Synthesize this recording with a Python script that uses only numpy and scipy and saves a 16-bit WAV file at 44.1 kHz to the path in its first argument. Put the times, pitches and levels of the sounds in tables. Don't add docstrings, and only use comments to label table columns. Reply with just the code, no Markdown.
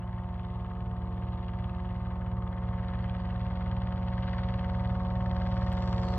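import sys
import numpy as np
from scipy import signal
from scipy.fft import rfft, irfft, next_fast_len
from scipy.io import wavfile
from scipy.ndimage import map_coordinates

SR = 44100
rng = np.random.default_rng(int(sys.argv[2]) if len(sys.argv) > 2 else 0)


def generate_wav(sig):
    pcm = np.round(np.clip(np.atleast_2d(sig).T, -1, 1) * 32767).astype(np.int16)
    wavfile.write(sys.argv[1], SR, pcm)


N = 272538
TIME = np.arange(N) / SR


def amp(db):
    return 10 ** (np.asarray(db) / 20)

def unit(x):
    return x / np.sqrt(np.mean(x ** 2) + 1e-20)

def along(points, hz):
    f, v = np.transpose(points)
    return np.interp(np.log(hz + 1), np.log(f + 1), v)

def curves(rows):
    s, *cols = np.transpose(rows)
    return [np.interp(TIME, s, c) for c in cols]

def wobble(rate):
    coarse = np.linspace(0, N, 2048)
    knots = rng.standard_normal(512)
    return np.interp(np.arange(N), coarse, map_coordinates(knots, [coarse * rate / SR], mode="wrap"))

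def filtered(x, response):
    m = next_fast_len(N + SR // 2)
    return irfft(rfft(x, m) * response(np.fft.rfftfreq(m, 1 / SR)), m)[..., :N]

def air(spectrum, width, gate=1):
    mid, side = rng.standard_normal((2, N))
    pair = np.array([mid + width * side, mid - width * side])
    return unit(filtered(pair * gate, lambda hz: amp(along(spectrum, hz))))

def chop(turns, at, sharp, depth_db):
    crest = np.abs(np.cos(np.pi * (turns - at))) ** (2 * sharp)
    return unit(amp(depth_db * crest))


# (frequency [Hz], relative level [dB])
BED_EQ = [(30, -4), (6000, 0.5), (11000, 1.5), (13000, -6), (15000, -7), (16000, -16)]

def noise_bed():
    return amp(-85.5) * air(BED_EQ, width=.11)


# (time [s], second harmonic level [dB], third harmonic level [dB])
VEHICLE_LEVELS = [(0, -80.5, -72), (.5, -73.5, -69.5), (.9, -69.5, -65), (1.05, -61.5, -69),
                  (1.4, -59.5, -77), (1.6, -72.5, -84), (2.0, -72, -81.5), (2.15, -64.5, -81.5),
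                  (2.5, -69, -82.5), (3.3, -65, -76.5), (3.8, -67.5, -75), (4.4, -79.5, -80.5)]

def vehicle(start_hz=125.5, rev_hz_per_s=26.5, lift_s=1.58, idle_hz=110, coast_s=3.7):
    revved_hz = start_hz + rev_hz_per_s * np.minimum(TIME, lift_s)
    firing_hz = idle_hz + (revved_hz - idle_hz) * np.exp(-np.maximum(TIME - lift_s, 0) / coast_s)
    phase = 2 * np.pi * np.cumsum(firing_hz) / SR + .26 * wobble(14)
    tones = sum(amp(db) * np.sin(k * phase) for k, db in enumerate(curves(VEHICLE_LEVELS), 2))
    return amp(.9 * wobble(4.9)) * np.sqrt(2) * tones


# (time [s], length [s], start pitch [Hz], end pitch [Hz], arch [Hz], buzz [Hz], level [dB])
BIRD_CUES = [(0.0, .056, 2520, 3100, 0, 0, -67.5), (2.218, .115, 3090, 2890, 0, 0, -72),
             (3.005, .048, 3900, 3900, 750, 0, -76.5), (3.175, .05, 4000, 4000, 820, 0, -76.5),
             (6.02, .16, 4620, 4230, 0, 200, -63)]

def birds(trill_hz=72):
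    hoarse = unit(filtered(rng.standard_normal(N), lambda hz: hz < 500))
    trill = .7 * np.sin(2 * np.pi * trill_hz * TIME + .8 * wobble(40)) + hoarse
    out = np.zeros(N)
    for s, length, first_hz, last_hz, arch_hz, buzz_hz, db in BIRD_CUES:
        part = np.clip((TIME - s) / length, 0, 1)
        glide_hz = first_hz + (last_hz - first_hz) * part + arch_hz * (1 - np.abs(2 * part - 1))
        swell = np.sqrt(2 * np.abs(np.sin(np.pi * part)))
        out += amp(db) * swell * np.sin(2 * np.pi * np.cumsum(glide_hz + buzz_hz * trill) / SR)
    return out


# (time [s], level before make-up gain and EQ [dB])
TICK_CUES = [(5.7288, -54)]

def tick(decay_s=.0027):
    envelope = sum(amp(db + 4 - 60 * np.abs(TIME - s) / decay_s) * (TIME >= s) for s, db in TICK_CUES)
    bright_eq = [(1500, -25), (4500, 9), (11000, 10), (15000, -15)]
    return filtered(envelope * rng.standard_normal(N), lambda hz: amp(along(bright_eq, hz)))


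# (time [s], nearness [0 far, 1 near])
NEARNESS = [(0, -0.22), (5.4, 1), (6.18, 1.07)]

def approach(far_db, near_db, overhead_db, overhead_s=6.2, opening_s=.38):
    overhead = np.exp(np.minimum(TIME - overhead_s, 0) / opening_s)
    return far_db + curves(NEARNESS)[0] * (near_db - far_db) + overhead * overhead_db


# (frequency [Hz], relative level [dB])
WASH_EQ = [(15, -42), (35, -7.5), (60, 9.5), (120, 7.5), (175, -2), (240, -12), (330, -13), (420, -17),
           (700, -57.5)]
BELLY_EQ = [(200, -29), (300, 6.5), (380, 6.5), (450, -7), (600, -41)]

def downwash():
    wash = amp(approach(-48.5, -46, 2) + .91 * wobble(1.1)) * air(WASH_EQ, width=.13)
    belly = amp(approach(-83, -70.5, 11)) * air(BELLY_EQ, width=.13)
    return wash + belly


# (time [s], crest height [dB])
SLAP_DEPTH = [(0, 1.5), (1.1, 2), (1.3, 5), (1.7, 5), (2.2, 4), (3.5, 4.5), (4.5, 6.5), (5.8, 5.5),
              (6.15, 3.5)]
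# (time [s], boost [dB])
SLAP_ACCENTS = [(1.597, 1.5), (2.54, 2), (2.947, 2), (3.16, 2), (4.39, 2)]

def blade_slap(passes, accent_s=.012):
    crest = chop(passes, at=.645, sharp=9, depth_db=curves(SLAP_DEPTH)[0])
    trail = chop(passes, at=.72, sharp=1.2, depth_db=5.5)
    accent_db = sum(db * np.exp(-((TIME - s) / accent_s) ** 2 / 2) for s, db in SLAP_ACCENTS)
    return unit(crest * trail) * amp(accent_db)


# (frequency [Hz], relative level [dB])
ROAR_EQ = [(250, -34), (420, -8.5), (560, -1), (800, -0.5), (1000, 2), (1230, 1), (1400, -11.5),
           (2000, -26.5), (3500, -68.5)]

def engine_roar(cycles, slap):
    firing = chop(4 * cycles, at=.38, sharp=1.8, depth_db=3)
    loudest_cylinder = chop(cycles, at=.016, sharp=2.2, depth_db=7.5)
    roar = air(ROAR_EQ, width=.06, gate=firing * loudest_cylinder * slap ** .32)
    return amp(approach(-53, -50, 4.5) + .28 * wobble(14)) * roar


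# (time [s], loss at 5 kHz [dB])
TREBLE_LOSS = [(0, 20.5), (2.6, 16.5), (4.3, 13), (5.15, 10), (5.55, 7), (5.85, 4), (6.15, 3)]

def air_absorption(x):
    hz, t, spectra = signal.stft(x, SR, nperseg=256)
    share = np.clip((hz ** 2 - 3000 ** 2) / (5000 ** 2 - 3000 ** 2), 0, 2.4)
    loss_db = np.interp(t, TIME, curves(TREBLE_LOSS)[0])
    return signal.istft(spectra * amp(-share[:, None] * loss_db), SR, nperseg=256)[1][:, :N]


# (frequency [Hz], relative level [dB])
SWISH_EQ = [(800, -37.5), (1200, -6.5), (1500, -0.5), (2050, -2.5), (2250, -10), (3200, -34.5),
            (5000, -76.5)]
RASP_EQ = [(1500, -28), (2200, -4.5), (2700, 1), (3400, 2.5), (4000, 3), (4600, -1), (5300, -9.5),
           (6500, -25), (9000, -44.5)]
HISS_EQ = [(2500, -28), (3700, -3), (4500, -.5), (5200, 0), (5800, -4), (6400, -7), (7500, -8),
           (8400, -13.5), (8900, -19), (9400, -50)]
# (time [s], swish level [dB], rasp level [dB])
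BLADE_FADERS = [(0.0, -59.5, -67), (0.5, -62, -62.5), (0.95, -62.5, -66), (1.33, -61.5, -62),
                (1.7, -59.5, -62.5), (2.0, -59.5, -64), (2.4, -60.5, -67.5), (2.9, -55, -60.5),
                (3.15, -57, -61), (3.5, -56, -60), (4.0, -57, -61), (4.3, -53, -56.5), (4.7, -54.5, -60),
                (5.15, -57, -62.5), (5.45, -53.5, -59), (6.15, -53.5, -57.5)]

def blade_noise(tail_passes, slap):
    cuts = tail_passes + .06 * wobble(60)
    spit = chop(cuts, at=.06, sharp=2, depth_db=8)
    lopsided = chop(tail_passes / 2, at=.56, sharp=2, depth_db=4.5)
    bright_flick = chop(cuts / 2, at=.595, sharp=9, depth_db=12)
    soft_flick = chop(cuts / 2, at=.12, sharp=3, depth_db=3.5)
    gusts_db = .5 * wobble(20)
    swish = air(SWISH_EQ, width=.15, gate=slap * spit ** .38 * amp(.7 * wobble(120)))
    rasp = air(RASP_EQ, width=.12, gate=slap * spit * lopsided * amp(1.2 * wobble(120)))
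    hiss = air(HISS_EQ, width=.2, gate=slap ** .35 * bright_flick * soft_flick)
    swish_db, rasp_db = curves(BLADE_FADERS)
    swish *= amp(swish_db + .27 + gusts_db)
    rasp *= amp(rasp_db + 2 + gusts_db)
    hiss *= amp(rasp_db + approach(3, 1.5, -.5))
    return swish + air_absorption(rasp + hiss)


def drone(turns, harmonics, scatter, flutter, rate, sweep=0, sweep_centre=3.9):
    out, pitch_hz = np.zeros(N), (turns[-1] - turns[0]) * SR / N
    halfway = np.sin(np.pi * np.clip(curves(NEARNESS)[0], 0, 1))
    for k, far_db, near_db in harmonics:
        hz = k * pitch_hz
        underside_db = 5 * np.exp(-((hz - 388) / 50) ** 2 / 2)
        lag_db = 2 * halfway * (hz > 600)
        db = approach(far_db, near_db, underside_db) - lag_db
        depth = flutter * np.sqrt(hz / 1000)
        chirp = sweep * (k - sweep_centre) ** 2
        phase = 2 * np.pi * k * turns + chirp + scatter * rng.standard_normal() + depth * wobble(rate)
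        out += amp(db) * np.exp(depth * wobble(rate)) * np.cos(phase)
    return np.sqrt(2) * out


# (order [x cycle rate], far level [dB], near level [dB])
EXHAUST_ORDERS = [(4, -41.4, -35.3), (6, -73, -67.6), (11, -76, -66), (12, -59.5, -46.9),
                  (13, -71.5, -60.5), (14, -64, -57.3), (16, -54.3, -47), (18, -72.5, -64),
                  (19, -68.5, -58.7), (20, -54, -48), (21, -68.5, -64), (22, -70, -66), (23, -69.5, -63.3),
                  (24, -59.5, -54), (27, -68, -62), (28, -70, -64.2)]
# (time [s], order 8 level [dB], order 10 level [dB])
EXHAUST_FADERS = [(0, -56.5, -77), (.2, -58.5, -80.5), (.4, -57, -63), (.7, -58, -59.5), (1.2, -58.5, -60),
                  (1.5, -56, -62), (1.75, -54.5, -71), (2.1, -57, -64.5), (2.4, -57.5, -59.5),
                  (2.75, -60.5, -57), (3.1, -60.5, -60.5), (4.0, -61.5, -61), (4.5, -62.5, -57.5),
                  (5.0, -63, -56), (5.25, -58, -61), (5.52, -59, -64), (5.8, -57.5, -57),
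                  (6.1, -50.5, -51.5)]

def exhaust(cycles):
    out = amp(.3) * drone(cycles, EXHAUST_ORDERS, scatter=1.05, flutter=.088, rate=11)
    for k, db in zip((8, 10), curves(EXHAUST_FADERS)):
        phase = 2 * np.pi * (k * cycles + rng.random()) + .15 * wobble(7.4)
        out += np.sqrt(2) * amp(db + .91 * wobble(13)) * np.cos(phase)
    return out


# (harmonic [x blade rate], far level [dB], near level [dB])
BUZZ_HARMONICS = [(1, -40.7, -35.5), (2, -56.1, -51.4), (3, -68.1, -58.8), (5, -68.5, -54.8),
                  (6, -70.0, -63.4), (7, -77.4, -69.2)]

def tail_rotor(passes):
    shake = amp(.23 + .48 * wobble(22))
    return shake * drone(passes, BUZZ_HARMONICS, scatter=.83, flutter=.12, rate=9.9)


# (harmonic [x blade rate], far level [dB], near level [dB])
THUMP_HARMONICS = [(2, -53.2, -48.1), (3, -41.3, -36.8), (4, -42.1, -37.7), (5, -46.5, -42.2),
                   (6, -51.1, -46.4), (7, -62.8, -53.1), (8, -63.8, -58.6), (9, -67.6, -61.8),
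                   (10, -70.8, -66.2)]

def main_rotor(passes):
    thumps = drone(passes, THUMP_HARMONICS, scatter=.1, flutter=.2, rate=12, sweep=.23)
    return amp(.44 + .5 * wobble(10)) * thumps


# (time [s], cycle rate [Hz])
ENGINE_SPEED = [(0, 44.822), (2.1, 45.024), (4.3, 45.462), (5.2, 45.558), (6.18, 45.456)]
MAIN_GEAR, TAIL_GEAR = .42722, 2.50212

def helicopter():
    cycles = np.cumsum(curves(ENGINE_SPEED)[0]) / SR
    main_passes, tail_passes = MAIN_GEAR * cycles + .13, TAIL_GEAR * cycles + .5
    tones = main_rotor(main_passes) + tail_rotor(tail_passes) + exhaust(cycles)
    slap = blade_slap(main_passes)
    return tones + downwash() + engine_roar(cycles, slap) + blade_noise(tail_passes, slap)


# (frequency [Hz], left over right [dB])
STEREO_TILT = [(60, -1), (180, -.5), (500, .3), (1100, 1.1), (1800, 2), (2400, 2), (2700, -.8), (3450, .3),
               (3800, -1.2), (6300, -1), (6750, 3), (7300, 0)]
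# (frequency [Hz], left lead [rad])
STEREO_LEAD = [(100, 0), (400, .28), (1500, .55), (2600, .95), (3100, 1.2), (3400, 1.7), (3700, 2.7),
               (4150, 3.1), (4480, 2.15), (4800, 3.1), (5450, 3.14), (5700, .9), (6000, 2.2), (6250, 2.1),
               (6500, 2.9), (6750, 4.6), (7100, 5.3), (7800, 5), (8500, 3.8), (9000, 3.1), (10800, .8),
               (13500, -2.2)]

def microphone_pair(x):
    side = np.array([[.5], [-.5]])
    return filtered(x, lambda hz: amp(side * along(STEREO_TILT, hz))
                    * np.exp(1j * side * along(STEREO_LEAD, hz)))

def scene():
    return microphone_pair(helicopter() + vehicle() + tick() + noise_bed()) + birds()

def record(dry, top_hz=15300):
    return filtered(dry, lambda hz: hz < top_hz)


dry = scene()
out = record(dry)
generate_wav(out)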